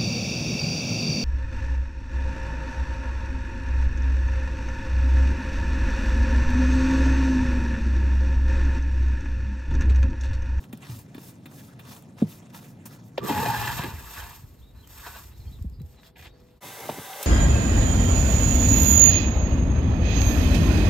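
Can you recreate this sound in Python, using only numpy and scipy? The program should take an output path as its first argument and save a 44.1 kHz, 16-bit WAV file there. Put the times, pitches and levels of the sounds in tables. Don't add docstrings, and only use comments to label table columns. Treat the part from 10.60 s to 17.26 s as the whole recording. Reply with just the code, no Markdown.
import sys
import numpy as np
from scipy import signal
from scipy.fft import rfft, irfft, next_fast_len
from scipy.io import wavfile

SR = 44100
rng = np.random.default_rng(int(sys.argv[2]) if len(sys.argv) > 2 else 0)


def dump(signal):
    limited = np.clip(np.atleast_2d(signal).T, -1, 1)
    pcm = np.round(limited * 32767).astype(np.int16)
    wavfile.write(sys.argv[1], SR, pcm)


N = 293706

CUTS_S = (2.572, 6.005)


def amp(db):
    return 10 ** (np.asarray(db) / 20)


def rms_one(x):
    return x / np.sqrt(np.mean(x ** 2) + 1e-20)


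def gains(rows):
    s, *columns = np.transpose(rows)
    t = np.arange(N) / SR
    return [amp(np.interp(t, s, column, left=-150, right=-150)) for column in columns]


def at_hz(points, size):
    hz, value = np.transpose(points)
    return np.interp(np.log(np.fft.rfftfreq(size, 1 / SR) + 1), np.log(hz), value)


def colour(x, spectrum):
    size = next_fast_len(N)
    return irfft(rfft(x, size) * amp(at_hz(spectrum, size)), size)[..., :N]


def drift(rate_hz):
    r = np.exp(-40 * np.pi * rate_hz / SR)
    noise = rng.standard_normal(N // 20 + 2002)
    slow = signal.lfilter([1], [1, -2 * r, r * r], noise)[2000:]
    return np.interp(np.arange(N) / 20, np.arange(len(slow)), rms_one(slow))


def grains(per_s, spread_db, smooth):
    slips = rng.random(N) < per_s / SR
    sizes = slips * amp(spread_db * np.minimum(rng.exponential(1, N), 4))
    rough = rms_one(sizes * rng.standard_normal((2, N)))
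    return rms_one(rough + smooth * rng.standard_normal((2, N)))


def resonate(x, modes):
    out = 0
    for k, (hz, width, db) in enumerate(modes):
        r = np.exp(-np.pi * width / SR)
        top = (-1) ** k * amp(db) * (1 - r * r) / 2
        poles = [1, -2 * r * np.cos(2 * np.pi * hz / SR), r * r]
        out = out + signal.lfilter([top, 0, -top], poles, x)
    return out


def add(out, s, x):
    i = int(s * SR)
    out[..., i:i + x.shape[-1]] += x[..., :N - i]


def echoes(x, t60):
    t = np.arange(int(t60 * SR)) / SR
    cloud = rng.standard_normal((2, len(t))) * amp(-60 * t / t60)
    return signal.fftconvolve(x, rms_one(cloud) / np.sqrt(len(t)), axes=1)[:, :N]


# (start t/s, length t/s, hiss crest t/s after start, scratch crest t/s after start, hiss level/dB, scratch level/dB)
RUBS = [(-.04, 0.1, 0.065, 0.11, -61, -63), (0.12, 0.36, 0.26, 0.155, -50.5, -50.5),
        (0.533, 0.25, 0.13, 0.03, -50, -67), (0.85, 0.34, 0.12, 0.12, -52.5, -63.5),
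        (1.192, 0.27, 0.15, 0.12, -50, -52), (1.533, 0.26, 0.081, 0.06, -67, -55),
        (1.646, 0.22, 0.076, 0.049, -52, -60.5), (1.912, 0.12, 0.048, 0.039, -50, -49.5),
        (1.952, 0.23, 0.11, 0.058, -56.5, -61), (2.26, 0.15, 0.067, 0.067, -55, -58),
        (2.4, 0.13, .07, 0.041, -63.5, -85), (4.642, 0.76, 0.14, 0.14, -60, -66.5),
        (5.175, 0.23, 0.15, 0.39, -62.5, -63.5), (5.344, 0.19, 0.12, 0.13, -60.5, -55),
        (5.549, 0.2, 0.031, 0.11, -54, -54), (5.695, 0.59, 0.15, 0.061, -73, -67.5)]


def arches(crest_column, db_column, power):
    t, out = np.arange(N) / SR, np.zeros(N)
    for row in RUBS:
        s, length = row[:2]
        crest = np.clip(row[crest_column], .005, length - .005)
        speed = np.sin(np.pi / 2 * np.interp(t, [s, s + crest, s + length], [0, 1, 0]))
        out += amp(row[db_column]) * speed ** power
    return out


def patchy(x, depth_db, rate_hz):
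    bands = 0
    for k, hz in enumerate(np.geomspace(350, 14000, 9)):
        band = resonate(x, [(hz, .45 * hz, 0)])
        bands = bands + (-1) ** k * band * amp(depth_db * drift(rate_hz))
    return rms_one(bands)


# (t/s, bristle hiss level/dB, plastic rattle level/dB)
PUSH = [(2.61, -88, -65), (2.64, -44, -52), (2.69, -38, -35.5), (2.72, -41, -38), (2.73, -38, -38),
        (3.07, -38, -34), (3.17, -40, -39.5), (3.19, -41, -33.5), (3.35, -49, -51), (3.5, -45, -57.5),
        (3.59, -42.5, -41), (3.79, -51.5, -63), (3.84, -59, -77), (4.13, -71.5, -90), (4.15, -68, -67),
        (4.28, -59.5, -75), (4.31, -51.5, -67), (4.45, -46, -52.5), (4.47, -45, -36.5), (4.51, -45, -60),
        (4.56, -47.5, -45), (4.63, -49.5, -67), (4.64, -47, -76), (4.74, -66, -74)]
# (f/Hz, width/Hz, level/dB)
PAN_MODES = [(708, 28, -5), (985, 110, -7), (1164, 40, -11), (1435, 22, -6), (1499, 18, -6), (1619, 28, -6),
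             (1734, 40, -9), (2456, 55, -13), (2638, 40, -13), (3087, 40, -13), (3780, 60, -16),
             (4011, 20, -15)]
# (f/Hz, level/dB)
BRISTLE_SPECTRUM = [(2000, -3.5), (4000, -2), (7000, -1), (10000, 0), (13000, 2), (16000, -1)]
GRIT_SPECTRUM = [(300, -9), (700, 8), (1500, 4), (3000, 3.5), (5000, -1), (8000, -6.5), (11000, -14),
                 (16000, -41)]
PAN_GRIT_SPECTRUM = [(500, -15), (1000, 10), (2000, 0), (3000, 0.5), (5000, -14), (8000, -65), (11000, -6),
                     (16000, -46)]
TRICKLE_SPECTRUM = [(400, 2.5), (1500, 3), (3200, -5.5), (4800, -10.5), (7000, -2.5), (9000, -7.5),
                    (10500, -22), (16000, -25)]
TRICKLE_DB, LOAD_DB = -62.5, -2
HISS_SHARE = 0.58


def brush():
    pushing, rattle = gains(PUSH)
    hiss = arches(crest_column=2, db_column=4, power=2.9) + pushing
    scratch = arches(crest_column=3, db_column=5, power=4.6)
    first_part = np.arange(N) < CUTS_S[0] * SR
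    trickle = amp(TRICKLE_DB + 2.0 * drift(4.7)) * first_part
    load = amp(LOAD_DB) * pushing ** HISS_SHARE * rattle ** (1 - HISS_SHARE)

    slips = grains(9000., spread_db=4, smooth=2.1)
    tips = rms_one(colour(slips, BRISTLE_SPECTRUM)) * amp(1.75 * drift(30.0))
    rolling = grains(3000., spread_db=2.5, smooth=0.92)
    rolling = patchy(rolling, depth_db=2, rate_hz=18.0) * amp(1.95 * drift(45.0))
    level_modes = [(hz, width, 0) for hz, width, db in PAN_MODES]
    ringing = rolling + amp(-4.5) * resonate(rolling, level_modes)
    return (hiss * tips
            + scratch * rms_one(colour(rolling, GRIT_SPECTRUM))
            + trickle * rms_one(colour(rolling, TRICKLE_SPECTRUM))
            + load * rms_one(colour(ringing, PAN_GRIT_SPECTRUM)))


# (f/Hz, width/Hz, level/dB)
LIP_MODES = [(845, 11, 0), (905, 16, -4)]
LIP_RESTING = [(1165, 18, 0)]
PRESSED_S = 2.69
LOCKED_SHARE = 0.55


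def lip_squeal(jolts):
    locked = 0
    for hz, width, db in LIP_MODES:
        turns = np.cumsum(hz * (1 + .007 * drift(20.))) / SR
        tone = np.sin(2 * np.pi * turns) + amp(-16) * np.sin(4 * np.pi * turns)
        locked = locked + amp(db + 2.0 * drift(20.0)) * tone
    loose = sum(resonate(jolts, [mode]) * amp(1.8 * drift(16.0)) for mode in LIP_MODES)
    direct_diffuse = [[1], [.3]]
    pressed = (LOCKED_SHARE * rms_one(locked) * direct_diffuse
               + np.sqrt(1 - LOCKED_SHARE ** 2) * rms_one(loose))
    resting = amp(-5) * rms_one(resonate(rng.standard_normal((2, N)), LIP_RESTING))
    return np.where(np.arange(N) > PRESSED_S * SR, pressed, resting)


# (t/s, body drone level/dB, lip squeal level/dB, deck hum level/dB, deck drumming level/dB)
SCRAPE = [(2.605, -54, -43, -49, -40), (2.651, -33, -32, -47, -28), (2.675, -45, -42, -61, -48),
          (2.703, -33, -30.5, -33, -41), (2.753, -47, -39, -56, -32), (2.777, -37, -32, -43, -27),
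          (2.897, -53, -31.5, -30, -37), (2.933, -54, -30.5, -39, -38), (3.021, -67, -38.5, -27.5, -44),
          (3.219, -54, -54, -36.5, -50.5), (3.249, -41, -48, -40, -36.5), (3.321, -58, -57, -51, -47),
          (3.45, -65, -71, -44.5, -59)]
# (f/Hz, width/Hz, level/dB)
PAN_BODY = [(258, 210, 0), (438, 98, 6.5), (523, 135, -6.5)]
DECK_MODE = [(115.8, 5.8, 0)]
DRONE_DB, SQUEAL_DB = -15, -16


def dustpan():
    rattle = gains(PUSH)[1]
    drone, squeal, hum = gains(SCRAPE)[:3]
    jolts = grains(1100.0, spread_db=2.5, smooth=0.93) * amp(0.55 * drift(41.0))
    plastic = sum(resonate(jolts, [mode]) * amp(3.7 * drift(16.0)) for mode in PAN_MODES)
    return (rattle * rms_one(plastic)
            + (drone + amp(DRONE_DB) * rattle) * rms_one(resonate(jolts, PAN_BODY))
            + (squeal + amp(SQUEAL_DB) * rattle) * lip_squeal(jolts)
            + hum * rms_one(resonate(jolts, DECK_MODE)))


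# (t/s, hose roar level/dB, nozzle hiss level/dB, low rumble level/dB)
SUCTION = [(6.005, -44.5, -53, -52), (6.079, -42.5, -46.5, -46.5), (6.199, -40, -51, -58),
           (6.255, -39, -60, -44.5), (6.42, -41, -46.5, -53.5), (6.54, -40, -47.5, -60),
           (6.66, -37, -40.5, -58)]
# (f/Hz, width/Hz, level/dB); the roar takes a third of the level, the hiss none of it
HOSE_MODES = [(462, 44, 6), (578, 97, 3), (785, 39, 26), (900, 90, -11), (1180, 130, -11), (1580, 100, -2),
              (1990, 50, -13), (2110, 59, -4), (2690, 260, -17), (3000, 84, -2), (3560, 610, -8),
              (4690, 58, -24), (5800, 140, -25), (7900, 19, -25)]
# (f/Hz, rms level/dB before it wavers)
FAN_WHINE = [(991, -55), (1982, -61)]
# (f/Hz, level/dB)
ROAR_SPECTRUM = [(200, -27), (400, -2.5), (600, -2), (720, -2), (1000, -2.5), (2000, -2.5), (3500, -12.5),
                 (6000, -7)]
NOZZLE_SPECTRUM = [(1500, -18), (3500, 0.5), (4800, -6), (6000, -1.5), (8500, 7.5), (10500, 5), (13000, 10),
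                   (16000, -6)]
RUMBLE_SPECTRUM = [(50, -33), (85, -2.5), (130, 2), (250, -0.5), (380, -1), (600, -20), (2000, -60)]


def vacuum():
    roar, hiss, low = gains(SUCTION)
    air = grains(6800.0, spread_db=3.5, smooth=2.6)
    hose = sum(resonate(air, [(hz, width, db / 3)]) * amp(3.5 * drift(9.4)) for hz, width, db in HOSE_MODES)
    piped = rms_one(air + amp(4.0) * hose)
    hissing = rng.standard_normal((2, N))
    level_modes = [(hz, width, 0) for hz, width, db in HOSE_MODES]
    nozzle = rms_one(hissing + amp(13.0) * resonate(hissing, level_modes))

    turns = np.cumsum(1 + .0006 * drift(6.)) / SR
    whine = sum(np.sqrt(2) * amp(db) * np.sin(2 * np.pi * hz * turns) for hz, db in FAN_WHINE)
    whine = whine * amp(1.8 * drift(17.0)) * (np.arange(N) > CUTS_S[1] * SR)
    direct_diffuse = [[1], [.3]]
    return (roar * rms_one(colour(piped, ROAR_SPECTRUM)) * amp(0.51 * drift(32.0))
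            + hiss * rms_one(colour(nozzle, NOZZLE_SPECTRUM)) * amp(0.37 * drift(6.2))
            + whine * direct_diffuse
            + low * rms_one(colour(hissing, RUMBLE_SPECTRUM)))


# (t/s, level/dB, base f/Hz, base t60/s)
KNOCKS = [(0.131, -21.5, 207, 0.11), (0.291, -23, 112.5, 0.41), (0.55, -22, 220, 0.048),
          (0.579, -22, 240, 0.041), (0.857, -29.5, 216, 0.096), (1.617, -23, 442, 0.13),
          (1.621, 0.5, 196.6, 0.085), (2.256, -32, 212, 0.12), (2.58, -6.5, 495, 0.037),
          (2.692, -13.5, 757, 0.042), (2.698, -15, 273, 0.19), (2.777, -18.5, 890, 0.1),
          (2.827, -22, 445, 0.12), (3.191, -14, 126, 0.095), (3.24, -20.5, 266, 0.062),
          (3.329, -22.5, 72.7, 0.34), (3.791, -27, 78.6, 0.084), (3.835, -16, 83, 0.053),
          (4.465, -28.5, 950, 0.059), (4.553, -39, 990, 0.04), (4.789, -17, 70, 0.064),
          (4.861, -16.5, 62.3, 0.17), (4.914, -28, 165, 0.054), (4.988, -50, 1100, 0.05),
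          (4.99, -29.5, 190, 0.052), (5.01, -0.5, 61.6, 0.046), (5.043, -22, 170.6, 0.11),
          (5.049, -17, 60.8, 0.31), (5.12, -24, 135, 0.035), (5.183, -24, 88, 0.16),
          (5.204, -23, 130, 0.18), (5.231, -20, 74.3, 0.14), (6.291, -10.5, 576, 0.035),
          (6.294, -18.5, 873, 0.038), (6.296, -18, 215, 0.054), (6.300, -23.5, 122, 0.089),
          (6.372, -32, 300, 0.12), (6.382, -19, 241, 0.051), (6.386, -21, 470, 0.016),
          (6.39, -19.5, 125, 0.054)]
# (ratio to base f, level/dB, ratio to base t60)
KNOCK_MODES = [(1.007, -1, 0.65), (.8, -15, 1.85), (0.537, -19.5, 1.75), (2.59, -22.5, 0.46),
               (3.34, -26.5, 0.42)]
KNOCK_DIFFUSE = 0.26


def knocks():
    out, t = np.zeros((2, N)), np.arange(int(.4 * SR)) / SR
    quarter_turn = [[0], [np.pi / 2]]
    for s, db, hz, t60 in KNOCKS:
        swell = np.sin(np.pi / 2 * np.minimum(t * hz / 0.9, 1)) ** 2
        turns = np.cumsum(hz * (1 + 0.22 * np.exp(-t * hz / 1.4))) / SR
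        body = 0
        for ratio, level, longer in KNOCK_MODES:
            decay = amp(level - 60 * t / (t60 * longer))
            body = body + decay * np.sin(2 * np.pi * ratio * turns + quarter_turn)
        radiation = signal.butter(2, 0.7 * hz, "high", fs=SR, output="sos")
        add(out, s, amp(db) * signal.sosfilt(radiation, swell * body) * [[1], [KNOCK_DIFFUSE]])
    return out


# (t/s, bright level/dB, dull level/dB relative to bright, t60/s)
TICKS = [(0.038, -48, 11, 0.05), (0.1263, -37, 9, 0.051), (0.173, -41.5, -8, 0.018), (0.219, -52, -3, .015),
         (0.302, -45, 8, 0.023), (0.544, -42.5, 12, 0.047), (0.58, -46, 12, 0.033), (0.856, -40, 11, 0.051),
         (1.19, -44, 11, 0.09), (1.348, -42, 4, .02), (1.423, -43, 2, .015), (1.583, -46.5, 11, 0.035),
         (1.6, -49, 13, 0.064), (1.899, -51, -10, .012), (2.2539, -33.5, 1, 0.093),
         (2.5759, -37.5, 20, 0.055), (2.694, -31, 10, 0.04), (2.7759, -26.5, 7.5, 0.06),
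         (2.826, -27, 2, .04), (2.997, -30, 7, 0.045), (3.183, -34, 12, 0.046), (3.234, -30, 12, 0.052),
         (4.111, -57, -6, .012), (4.273, -39.5, 0, 0.021), (4.9874, -58, 11, 0.022),
         (5.024, -43, -3, 0.017), (5.098, -48, -6, 0.011), (5.198, -53.5, 8, 0.03), (5.216, -46, -6, 0.019),
         (5.26, -52, -12, .02), (5.431, -57, 18, .03), (5.802, -54, -8, .02), (6.294, -39, 14, .045),
         (6.385, -43, 11, .05), (6.531, -41, 15, .03), (6.6277, -20, -12, 0.032)]
TICK_RISE_SHARE = 0.065


def ticks():
    out, t = np.zeros((2, N)), np.arange(int(.12 * SR)) / SR
    bright = signal.butter(2, 2500, "high", fs=SR, output="sos")
    dull = signal.butter(2, [600, 3600], "band", fs=SR, output="sos")
    for s, db, dull_db, t60 in TICKS:
        rise = np.minimum(t / (TICK_RISE_SHARE * t60), 1)
        burst = rng.standard_normal((2, len(t))) * amp(-60 * t / t60) * rise
        crack = signal.sosfilt(bright, burst) + amp(dull_db) * signal.sosfilt(dull, burst)
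        add(out, s, amp(db) * crack)
    return out


# (t/s, length t/s, level/dB)
SCUFFS = [(5.554, 0.14, -51.5)]
# (f/Hz, level/dB)
SOLE_SPECTRUM = [(500, -5), (800, 8.5), (1150, -14), (1600, 4), (2300, 5.5), (3200, 1), (4300, -8),
                 (6000, -22), (9000, -30)]


def scuffs():
    out = np.zeros((2, N))
    slips = grains(2500.0, spread_db=0.5, smooth=0.81)
    rub = rms_one(colour(slips, SOLE_SPECTRUM)) * amp(2.3 * drift(40.0))
    for s, length, db in SCUFFS:
        progress = np.linspace(0, 1, int(length * SR))
        add(out, s, amp(db) * np.interp(progress, [0, .04, .75, 1], [0.19, 1, 1.0, 0]))
    return out * rub


# (t/s, level/dB)
GUSTS = [(2.6, -51), (2.8, -54), (3.26, -38), (3.4, -55), (3.64, -42), (3.79, -48.5), (4.18, -49),
         (4.67, -50.5), (4.93, -40), (5.09, -42), (5.27, -43), (5.43, -61), (5.69, -49.5), (6.0, -61.5)]
# (f/Hz, level/dB)
WIND_SPECTRUM = [(20, -21), (40, -6), (62, 4), (90, -2.5), (140, -11), (300, -88), (900, -103)]
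CALM_DB = -66


def wind():
    calm = np.arange(N) / SR < GUSTS[0][0]
    level = gains(GUSTS)[0] + amp(CALM_DB) * calm
    noise = rms_one(colour(rng.standard_normal((2, N)), WIND_SPECTRUM))
    return level * amp(3 * drift(25.)) * noise


# (f/Hz, level/dB)
DRUM_SPECTRUM = [(60, -62), (90, -4), (120, 1), (180, -2.5), (260, -6), (400, -18.5), (800, -23.5),
                 (3000, -63)]
DRUM_SWEEP_DB, DRUM_PAN_DB = -47, -59


def deck_drumming():
    t = np.arange(N) / SR
    steady = amp(np.where(t < CUTS_S[0], DRUM_SWEEP_DB, DRUM_PAN_DB)) * (t < CUTS_S[1])
    noise = rms_one(colour(rng.standard_normal((2, N)), DRUM_SPECTRUM))
    return (steady + gains(SCRAPE)[3]) * noise


# (t/s, length t/s, start f/Hz, middle f/Hz, end f/Hz, level/dB before the mix)
CHIRPS = [(3.955, .05, 4300, 4330, 4250, -70), (3.985, .025, 4050, 3950, 3850, -66),
          (4.012, .035, 3100, 3600, 3830, -63), (4.04, .09, 3820, 3800, 3740, -67),
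          (4.15, .07, 3750, 4120, 3750, -62), (4.222, .04, 3350, 3150, 2950, -61),
          (4.72, .047, 3700, 4000, 4200, -67), (4.79, .045, 3950, 4200, 3600, -62),
          (4.84, .06, 5100, 5110, 5080, -68), (4.858, .04, 4000, 4400, 3850, -61),
          (4.855, .035, 3000, 3250, 3050, -66), (4.908, .058, 3100, 3980, 2750, -59),
          (5.106, .06, 5080, 4950, 4750, -67), (5.125, .03, 4750, 4500, 4200, -67),
          (5.18, .035, 3600, 3950, 3800, -65), (5.356, .065, 4150, 3950, 3620, -63),
          (5.435, .03, 3150, 3450, 3250, -60), (5.62, .04, 4250, 4420, 4200, -65),
          (5.68, .04, 3400, 3800, 3600, -65), (5.70, .06, 4450, 4500, 4400, -68)]
BIRDS_DB, BIRD_ECHO_DB, BIRD_ECHO_T60_S = -1, -2, 0.2


def birds():
    out = np.zeros(N)
    for s, length, start_hz, middle_hz, end_hz, db in CHIRPS:
        size = int(length * SR)
        glide = np.polyfit([0, .5, 1], [start_hz, middle_hz, end_hz], 2)
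        hz = np.polyval(glide, np.linspace(0, 1, size))
        whistle = np.sin(2 * np.pi * np.cumsum(hz) / SR)
        add(out, s, amp(db) * signal.windows.tukey(size, .6) * whistle)
    out = out * (1 + .6 * drift(300.0))
    direct = amp(BIRDS_DB) * out * [[1], [0]]
    return direct + amp(BIRD_ECHO_DB) * echoes(np.array([out, out]), BIRD_ECHO_T60_S)


# (f/Hz, level/dB)
OUTDOORS_SPECTRUM = [(60, -38), (200, -5), (400, -7.5), (800, -18.5), (1500, -26), (3000, -30.5),
                     (4200, -28.5), (7000, -51), (10000, -34.5), (16000, -41)]
# (f/Hz, rms level/dB before it wavers and swells)
FAR_HUM = [(393, -71), (495, -67.5), (651, -73.5), (813, -76)]
FAR_HUM_SWELL_S = (5.15, 5.19)
OUTDOORS_DB = -61


def outdoors():
    t = np.arange(N) / SR
    noise = rms_one(colour(rng.standard_normal((2, N)), OUTDOORS_SPECTRUM))
    wash = amp(OUTDOORS_DB) * amp(1.2 * drift(3.)) * noise
    hum = sum(np.sqrt(2) * amp(db + 2.0 * drift(2.4)) * np.sin(2 * np.pi * hz * t) for hz, db in FAR_HUM)
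    hum = hum * np.interp(t, FAR_HUM_SWELL_S, [0, 1]) * [[1], [.5]]
    return (wash + hum) * (t < CUTS_S[1])


LAG_SHARE = 0.46
LAG_PERIOD_S = 0.000203


def stereo(pair, likeness):
    size = next_fast_len(pair.shape[1] + 4096)
    alike = np.clip(at_hz(likeness, size), -1, 1)
    direct, diffuse = rfft(pair, size)
    hz = np.fft.rfftfreq(size, 1 / SR)
    lag = LAG_SHARE * np.tanh(4 * np.cos(2 * np.pi * hz * LAG_PERIOD_S))
    difference = 1j * lag * direct + np.sqrt(1 - lag ** 2) * diffuse
    difference = difference * np.sqrt((1 - alike) / 2)
    common = direct * np.sqrt((1 + alike) / 2)
    return irfft(np.array([common + difference, common - difference]), size)[:, :pair.shape[1]]


# (f/Hz, likeness -1..1)
LIKENESS_SWEEP = [(100, 0.98), (250, 0.95), (700, 0.65), (1400, 0.29), (2100, 0.075), (3100, 0.79),
                  (4500, 0.82), (5500, 0.62), (7500, 0.54), (10500, 0.35), (11700, 0.06), (13500, 0.85),
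                  (16000, 1)]
LIKENESS_PAN = [(100, 0.92), (230, 0.98), (480, 0.28), (720, 0.24), (950, 1), (1300, 0.6), (2400, 0.9),
                (3900, 0.41), (5500, 0.54), (6100, -0.43), (6700, 0.77), (8500, 0.89), (9150, -1),
                (10750, -1), (11700, 0.25), (12700, 1), (14300, 0.88), (15800, -0.6)]
LIKENESS_VACUUM = [(100, 0.99), (1000, 0.92), (1700, 0.49), (3450, 1), (4800, 0.72), (5500, 0.13),
                   (6900, 0.61), (8300, 0.33), (10000, 0.31), (11200, 0.99), (16000, 1)]
HULL_DB, HULL_T60_S = -9, 0.073
FADE_S = .03


def scene():
    near = brush() + dustpan() + ticks() + scuffs()
    hull = amp(HULL_DB) * echoes(near, HULL_T60_S)
    pair = near + hull + vacuum() + knocks() + wind() + deck_drumming() + birds() + outdoors()
    pair = pair * np.clip(np.abs(np.arange(N) / SR - CUTS_S[1]) / FADE_S, 0, 1)
    parts = np.split(pair, [int(s * SR) for s in CUTS_S], axis=1)
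    curves = (LIKENESS_SWEEP, LIKENESS_PAN, LIKENESS_VACUUM)
    return np.hstack([stereo(part, likeness) for part, likeness in zip(parts, curves)])


def record(dry):
    bass_cut = signal.butter(2, 32., "high", fs=SR, output="sos")
    top_cut = signal.ellip(12, .5, 80, 15780, fs=SR, output="sos")
    return signal.sosfilt(top_cut, signal.sosfilt(bass_cut, dry))


dry = scene()
out = record(dry)
dump(out)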